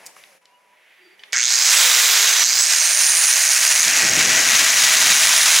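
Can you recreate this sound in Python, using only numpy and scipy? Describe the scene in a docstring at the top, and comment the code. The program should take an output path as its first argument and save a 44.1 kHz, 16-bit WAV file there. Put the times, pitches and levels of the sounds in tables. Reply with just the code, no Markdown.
"""An angle grinder is picked up in a quiet workshop: clicks, rustles and faint squeaks.
At 1.3 s it is switched on; the housing rings and the bevel gears growl under strain.
From 1.7 s it coasts, then from 2.4 s runs up to full speed without touching any work:
the fan whines and hisses, the gears rasp and chatter. From about 3.6 s the tool comes
nearer, its vents turn and the exhaust air buffets the microphone."""
import sys
import numpy as np
from scipy import signal
from scipy.fft import rfft, irfft, next_fast_len
from scipy.io import wavfile
from scipy.ndimage import uniform_filter1d, minimum_filter1d, map_coordinates

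SR = 44100
rng = np.random.default_rng(int(sys.argv[2]) if len(sys.argv) > 2 else 0)


def int16_out(signal):
    """Quantize to a 16-bit WAV file."""
    q = np.round(np.clip(np.atleast_2d(signal).T, -1, 1) * 32767)
    wavfile.write(sys.argv[1], SR, q.astype(np.int16))


N = 246959
TIME_S = np.arange(N) / SR

# switch held: (on [s], off [s])
SWITCH = [(1.33, 1.716), (2.436, 5.7)]
# how squarely the vents face the microphone: (time [s], aim [0-1])
VENT_AIM = [(3.55, 0.18), (3.75, 0.32), (4.03, 0.87), (4.28, 0.99), (4.52, 0.71), (4.92, 0.58), (5.1, 0.64),
            (5.33, 0.47)]
START_S = SWITCH[0][0]
FULL_SPEED_HZ, MAINS_HZ = 645.2, 60
TOOTH_COUNT, BLADE_COUNT = 10, 15


def grinder():
    """Gears, fan and air follow one rotor; so small a body radiates little bass."""
    speed_hz, strain, coasting = motor(settle_s=.39, pull_hz=290, halving_s=1.88, freewheel_s=0.077)
    level_db = part_levels(speed_hz, strain, coasting)
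    angle_rad = 2 * np.pi * np.cumsum(speed_hz + 0.27 * wobble(30)) / SR
    contact = tooth_slaps(strain, loose_rate_hz=82, scatter_db=1.0, jitter_s=0.00066, life_s=0.00033)
    mesh_db = -11.5 + 5.5 * strain  # strained teeth stay engaged longer
    gears = amp(level_db["knock"]) * gear_chatter(angle_rad, contact, mesh_db, smear_rad=0.98)
    gears += gear_growl(angle_rad, contact, strain, smear_rad=.45) + housing_jolt(decay_s=0.11)
    tones = fan_whine(level_db, speed_hz, angle_rad, waver_db=2.5, fade_db=2.5, blur_rad=0.31)
    air = rush(level_db, strain, throb_db=1.5, grit_db=2.5, flutter_db=1.07, sway_db=.5)
    bass_cut = signal.butter(4, 417, "highpass", fs=SR, output="sos")
    return signal.sosfilt(bass_cut, (speed_hz > 0) * (air + gears + tones))


def motor(settle_s, pull_hz, halving_s, freewheel_s):
    """Power pulls the rotor to full speed, air drag slows it. Returns speed [Hz], strain, coasting."""
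    speed_hz, powered = np.zeros(N), np.zeros(N)
    for on_s, off_s in SWITCH:
        shortfall_hz = FULL_SPEED_HZ - speed_hz[int(on_s * SR)]
        fade = np.exp(-np.clip(TIME_S - on_s, 0, off_s - on_s) / settle_s)
        driven_hz = FULL_SPEED_HZ - shortfall_hz * fade / (1 + shortfall_hz / pull_hz * (1 - fade))
        drag = 1 + np.maximum(TIME_S - off_s, 0) / halving_s
        speed_hz = np.where(TIME_S > on_s, driven_hz / drag, speed_hz)
        powered += (TIME_S > on_s) & (TIME_S < off_s)
    strain = powered * np.clip((1 - speed_hz / FULL_SPEED_HZ) * 2.25, 0, 1)
    coasting = (speed_hz > 0) * (1 - powered)
    return speed_hz, uniform_filter1d(strain, 200), uniform_filter1d(coasting, int(freewheel_s * SR))


def part_levels(speed_hz, strain, coasting):
    """Level of each part [dB], set by the motor's state and how the tool is held."""
    # part: (base [dB], speed [dB/decade], strain [dB], coasting [dB], nearness [dB], aim [dB])
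    parts = { "roar": (-25, -1, -9.5, -0.8, 1.5, 4), "disc": (-30.5, 20, -9, 4, 13, -3.5),
             "rasp": (-20.5, 9.5, -0.5, 1.5, 4, -2), "hiss": (-21, 49, -5, 4, 2, -8.5),
             "knock": (-20, 4, 7, 1, -7.5, 2), "blades": (-23.5, 14, -14, -1, 5, -17),
             "octave": (-30, 30, -8, 1.5, 5, -17), "hum": (-50, 28, -13, 4, 5.5, 0), }
    # tool to microphone: (time [s], nearness [1 = close])
    nearness = [(2.55, 0.88), (2.9, 0.4), (3.2, 0.41), (3.45, 0.18), (4.2, 0.72), (4.6, 0.9), (5, 1.07),
                (5.6, 1)]
    near, aim = curve(nearness), curve(VENT_AIM)
    decades = np.log10(np.maximum(speed_hz, 1) / FULL_SPEED_HZ)
    return {
        part: db + by_speed * decades + by_strain * strain + by_coast * coasting
        + by_near * near + by_aim * aim
        for part, (db, by_speed, by_strain, by_coast, by_near, by_aim) in parts.items()}


def rush(level_db, strain, throb_db, grit_db, flutter_db, sway_db):
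    """Air noise from vents and fan, plus gear rasp and gear rattle; all throb with the torque under strain."""
    # spectra: (frequency [Hz], density [dB])
    vent_roar = [(200, -50), (300, -32), (450, -28), (650, -11.5), (1000, -10), (1250, -9.5), (1550, -1),
                 (2300, 1.5), (2750, -1), (3200, -6.5), (5000, -47)]
    gear_rattle = [(500, -19), (850, -10.5), (1200, -4.5), (2000, -4), (2800, -3), (3300, 1), (3900, 3),
                   (4400, -8), (5200, -3.5), (9000, -15)]
    gear_rasp = [(3000, -69), (4000, 1), (4700, 2), (5500, 3), (6400, 5), (7300, 3.5), (8200, -3.5),
                 (10000, -31), (14000, -32)]
    fan_hiss = [(3000, -48), (6000, 8.5), (8000, 12), (9800, 14), (11000, 7.5), (12300, 8), (13000, 1),
                (16000, -1)]
    age_s = np.maximum(TIME_S - START_S, 0)
    throb = amp(throb_db * strain * np.cos(2 * np.pi * 2 * MAINS_HZ * age_s - .9))
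    throb /= np.sqrt(uniform_filter1d(throb ** 2, SR // MAINS_HZ))
    drive = throb * amp(flutter_db * wobble(45) + sway_db * wobble(12))
    grit = amp(grit_db * wobble(900))
    roar = amp(level_db["roar"]) * noise(vent_roar, drive * np.sqrt(grit))
    rattle = amp(level_db["disc"]) * noise(gear_rattle, drive * grit)
    rasp = amp(level_db["rasp"]) * noise(gear_rasp, drive * grit)
    hiss = amp(level_db["hiss"]) * noise(fan_hiss, np.sqrt(drive * grit))
    return roar + rattle + rasp + hiss


def fan_whine(level_db, speed_hz, angle_rad, waver_db, fade_db, blur_rad):
    """Blade tone and its octave, fading as the hand moves, over the rotor's hum and overtones."""
    # rotor overtones: (order [per turn], level at full speed [dB re vent roar])
    overtones = [(3, -12), (9, -11), (12, -23), (14, -28)]
    # pitches the guard favours: (frequency [Hz], gain [dB])
    guard = [(6000, 4.5), (6500, -4), (7100, -5), (7900, 2), (8600, -2), (9330, 5.5), (9560, -2),
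             (9700, -2)]

    def tone(order, db):
        gain = np.sqrt(2) * amp(db + waver_db * wobble(40))
        return gain * np.sin(order * angle_rad + blur_rad * wobble(150))

    blade_db = level_db["blades"] + along(guard, BLADE_COUNT * speed_hz)
    fan = tone(BLADE_COUNT, blade_db + .5 * fade_db * wobble(14))
    fan += tone(2 * BLADE_COUNT, level_db["octave"] + fade_db * wobble(13.9))
    overtone_db = level_db["roar"] + 60 * np.log10(np.maximum(speed_hz, 1) / FULL_SPEED_HZ)
    return fan + tone(1, level_db["hum"]) + sum(tone(order, overtone_db + db) for order, db in overtones)


def tooth_slaps(strain, loose_rate_hz, scatter_db, jitter_s, life_s):
    """Teeth slap across their play: each mains half-cycle under strain, unevenly when running free."""
    beats_s = np.arange(START_S, TIME_S[-1], 1 / (2 * MAINS_HZ))
    locked = impulses(beats_s + jitter_s * rng.standard_normal(len(beats_s)), scatter_db)
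    evenness = 7
    gaps_s = rng.gamma(evenness, 1 / (evenness * loose_rate_hz), size=1500)
    loose = impulses(np.cumsum(gaps_s), scatter_db)
    blows = np.sqrt(np.abs(strain)) * locked + np.sqrt(np.abs(1 - strain)) * loose
    age = np.arange(SR // 100) / (life_s * SR)
    return unit(signal.fftconvolve(blows, age * np.exp(-age))[:N])


def gear_chatter(angle_rad, contact, mesh_db, smear_rad):
    """Each slap is a burst at the tooth rate plus a scrape; both ring the gear case."""
    # gear case: (centre [Hz], width [Hz], gain [dB])
    case_modes = [(2020, 480, -1.5), (3650, 660, -12.5), (5460, 400, -6), (6450, 480, 16), (6650, 420, -10)]

    def case(hz):
        modes = sum(amp(db) * resonance(hz, centre, width) for centre, width, db in case_modes)
        return modes * resonance(hz, 3920, 4300) ** 3

    mesh = amp(mesh_db) * np.sin(TOOTH_COUNT * angle_rad + smear_rad * wobble(900))
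    return unit(filtered(contact * (mesh + rng.standard_normal(N)), case))


def gear_growl(angle_rad, contact, strain, smear_rad):
    """Strained teeth sound through the housing at their meshing rate."""
    # housing transmission: (frequency [Hz], gain [dB])
    housing = [(300, -55), (700, -28), (1300, -7), (1900, 6), (2700, -3), (3600, 0), (4300, -6), (5000, 5),
               (5700, 1), (6500, -3), (9000, -28)]
    mesh = np.sqrt(2) * np.sin(TOOTH_COUNT * angle_rad + smear_rad * wobble(900))
    teeth = np.sqrt(np.abs(strain)) * contact * mesh
    return amp(-28) * filtered(teeth, lambda hz: amp(along(housing, hz)))


def housing_jolt(decay_s):
    """The motor's first kick rings the housing."""
    # housing ring: (frequency [Hz], density [dB])
    ring = [(1100, -36), (1400, -5), (2050, -5), (2230, 5.5), (2400, -23), (3400, -11), (6000, -40)]
    return amp(-22.5) * np.exp(-np.maximum(TIME_S - START_S, 0) / decay_s) * noise(ring)


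def exhaust(lump_db, apart_db, off_aim_db):
    """Exhaust air tumbles over the microphone as the vents turn to it, unequally on the two sides."""
    # wind buffet: (frequency [Hz], density [dB])
    buffet = [(15, -60), (25, -28), (91, -2.5), (157, 0.5), (306, 4), (366, 0.5), (580, -1.5), (800, -3.5),
              (1100, -31), (4000, -70)]
    aim = curve(VENT_AIM)
    common = noise(buffet, amp(lump_db * wobble(35)))
    apart = amp(apart_db) * noise(buffet)
    blowing = np.clip((aim - .18) / 0.23, 0, 1)
    return blowing * amp(-30.5 + off_aim_db * (1 - aim)) * np.array([common + apart, common - apart])


def clicks():
    """Handling and switch clicks: short noise bursts with a little metal ring."""
    # (time [s], level [dB], centre [Hz], t60 [s], ring [dB])
    events = [(.058, -37, 7340, .01, -82), (.063, -30.5, 6850, 0.029, -75), (.069, -30, 6940, 0.022, -75),
              (.165, -33, 1400, 0.012, -70), (.238, -30.5, 2290, 0.01, -70), (.455, -43.5, 4230, .016, -62),
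              (1.194, -46, 3550, 0.019, -49), (1.236, -30, 2530, 0.017, -52),
              (1.324, -26, 4500, 0.027, -55), (1.331, -12, 4950, 0.015, -42)]
    # tool's ring: (frequency [Hz], level [dB], t60 [s])
    metal_modes = [(3000, 7, 0.08), (4700, -7, 0.18), (6000, -13, .1)]
    out = np.zeros(N)
    age_s = np.arange(SR // 8) / SR
    hz = np.fft.rfftfreq(len(age_s), 1 / SR)
    ring = sum(amp(db - 60 * age_s / t60_s) * np.sin(2 * np.pi * mode_hz * age_s)
               for mode_hz, db, t60_s in metal_modes)
    for at_s, db, centre_hz, t60_s, ring_db in events:
        burst = rng.standard_normal(len(age_s)) * amp(db - 60 * age_s / t60_s)
        body = resonance(hz, centre_hz, 1.4 * centre_hz) ** 4
        click = irfft(rfft(burst) * body, len(age_s)) / np.sqrt(np.mean(np.abs(body) ** 2))
        out[round(at_s * SR):][:len(age_s)] += click + amp(ring_db) * ring
    return out


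def squeaks(waver_hz):
    """Thin, unsteady gliding tones as the tool is taken up."""
    # (start [s], end [s], start pitch [Hz], end pitch [Hz], level [dB])
    glides = [(.29, .385, 600, 490, -58), (.41, .8, 985, 980, -59), (.47, .58, 2700, 2950, -66),
              (.5, .85, 570, 625, -69), (.98, 1.18, 355, 392, -59), (1.19, 1.33, 395, 400, -65),
              (.9, 1.16, 1990, 1940, -61), (1, 1.16, 4710, 4630, -63)]
    out = np.zeros(N)
    for start_s, end_s, from_hz, to_hz, db in glides:
        progress = np.clip((TIME_S - start_s) / (end_s - start_s), 0, 1)
        pitch_hz = from_hz + progress * (to_hz - from_hz) + waver_hz * wobble(110)
        arch = 2 * np.sqrt(progress * (1 - progress))
        out += amp(db + 3.5 * wobble(45)) * arch * np.sin(2 * np.pi * np.cumsum(pitch_hz) / SR)
    return out


def hush(room_db, hiss_db, release_s):
    """Room noise with handling strokes; the level dips briefly at 0.4 s and recedes at switch-on."""
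    # handling: (start [s], end [s], rise [s], scuff [dB], rustle [dB], sleeve rub [dB])
    strokes = [(-.02, 0.108, 0.015, -51, -57, -67), (.12, 0.385, 0.034, -64, -60.5, -63),
               (0.158, 0.214, 0.0089, -63, -59, -58), (0.62, 1.17, .3, -96, -92, -55),
               (1.17, 1.36, .04, -70, -70, -55)]
    # spectra: (frequency [Hz], density [dB])
    dull_room = [(30, -35), (90, -22), (180, -8.5), (290, -9), (550, -0.5), (900, 0), (1300, -5.5),
                 (2200, -0.5), (3200, -9.5), (6000, -29), (10000, -45)]
    treble_rustle = [(1500, -23), (3000, -4), (6000, 3), (8500, -4), (10800, 2), (13000, -8), (15500, -14)]
    sleeve_rub = [(700, -30), (1300, -9), (1950, 4), (2800, -2), (3300, -5), (4700, -18), (6500, -26)]
    scuff, rustle, rub = amp(room_db), amp(hiss_db), 0
    for start_s, end_s, rise_s, scuff_db, rustle_db, rub_db in strokes:
        stroke = np.clip((TIME_S - start_s) / rise_s, 0, 1)
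        stroke *= np.clip((end_s - TIME_S) / release_s + .5, 0, 1)
        scuff += stroke * amp(scuff_db)
        rustle += stroke * amp(rustle_db)
        rub += stroke * amp(rub_db)
    dip_db = -34 * np.exp(-((TIME_S - .399) / 0.012) ** 2)
    recede_db = -8 * np.clip((TIME_S - START_S) / 0.027, 0, 1)
    bed = scuff * noise(dull_room) + rustle * noise(treble_rustle) + rub * noise(sleeve_rub)
    return amp(dip_db + recede_db) * bed


def workshop(x):
    """Short diffuse wall reflections, different on each side."""
    # wall decay: (frequency [Hz], t60 [s])
    decay = [(200, 0.61), (2000, 0.36), (12000, 0.3)]
    hz, age_s, spectra = signal.stft(rng.standard_normal((2, SR // 2)), SR, nperseg=256)
    tail = signal.istft(spectra * amp(-60 * age_s / along(decay, hz)[:, None]), SR, nperseg=256)[1]
    delayed = np.pad(x, (SR // 200, 0))
    return signal.fftconvolve(delayed[None], tail / np.linalg.norm(tail[0]), axes=1)[:, :N]


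def amp(db):
    """Decibels to gain."""
    return 10 ** (np.asarray(db) / 20)


def unit(x):
    """Scale to rms 1."""
    return x / np.sqrt(np.mean(x ** 2) + 1e-20)


def along(points, hz):
    """Read (frequency [Hz], value) points on a log axis."""
    knots_hz, values = np.transpose(points)
    return np.interp(np.log(hz + 1), np.log(knots_hz + 1), values)


def curve(points):
    """Read (time [s], value) points at every sample."""
    return np.interp(TIME_S, *np.transpose(points))


def wobble(rate_hz):
    """Smooth random curve, rate_hz knots a second."""
    return map_coordinates(rng.standard_normal(int(N * rate_hz / SR) + 4), [TIME_S * rate_hz])


def filtered(x, response):
    """Apply a complex frequency response."""
    size = next_fast_len(N + SR // 2)
    return irfft(rfft(x, size) * response(np.fft.rfftfreq(size, 1 / SR)), size)[..., :N]


def noise(spectrum, drive=1):
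    """Noise shaped by drive, then coloured, rms 1; falls steeply below the lowest point."""
    points = sorted(spectrum)
    colour = lambda hz: amp(along(points, hz)) * np.minimum(hz / points[0][0], 1) ** 3
    return unit(filtered(drive * rng.standard_normal(N), colour))


def resonance(hz, centre_hz, width_hz):
    """Causal response of one mode."""
    return 1j * hz * width_hz / (centre_hz ** 2 - hz ** 2 + 1j * hz * width_hz)


def impulses(times_s, scatter_db):
    """Impulses of uneven size, rms 1."""
    at = (times_s[times_s < TIME_S[-1]] * SR).astype(int)
    return unit(np.bincount(at, amp(scatter_db * (2 * rng.random(len(at)) - 1)), N))


def scene():
    """The tool moves from the right to the centre, close by; the quiet sounds are farther off."""
    # (time [s], left minus right [dB])
    pan = [(0, 2), (1.4, -5.5), (2.3, -5), (2.7, -7.5), (3.3, -5.5), (3.8, -2), (4.4, 2.5), (5.6, -2)]
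    # share of the panning that takes effect: (frequency [Hz], share [0-1])
    shadow = [(300, 0.51), (2000, 0.41), (4500, 0.62), (7000, 0.58), (9000, 0.034), (14000, 0.067)]
    port_lag_s = 2.5e-6  # between the microphone ports
    tool = grinder()
    quiet = clicks() + squeaks(waver_hz=14) + hush(room_db=-62.5, hiss_db=-70.5, release_s=0.1)
    mid = tool + quiet
    balance = amp(curve(pan))
    side = filtered(mid * (balance - 1) / (balance + 1), lambda hz: along(shadow, hz))
    side += filtered(mid, lambda hz: -1j * np.pi * hz * port_lag_s)
    walls = workshop(amp(-56) * tool + amp(-8) * quiet)
    wind = exhaust(lump_db=2.0, apart_db=-10, off_aim_db=-34.5)
    return np.array([mid + side, mid - side]) + walls + wind


def record(dry):
    """Fast peak limiter, then a steep low-pass."""
    ceiling, top_hz = .82, 15850
    needed = np.minimum(1, ceiling / (np.abs(dry).max(axis=0) + 1e-9))
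    gain = uniform_filter1d(minimum_filter1d(needed, size=91), size=91)
    return filtered(dry * gain, lambda hz: np.clip((top_hz - hz) / 120 + .5, 0, 1))


dry = scene()
out = record(dry)
int16_out(out)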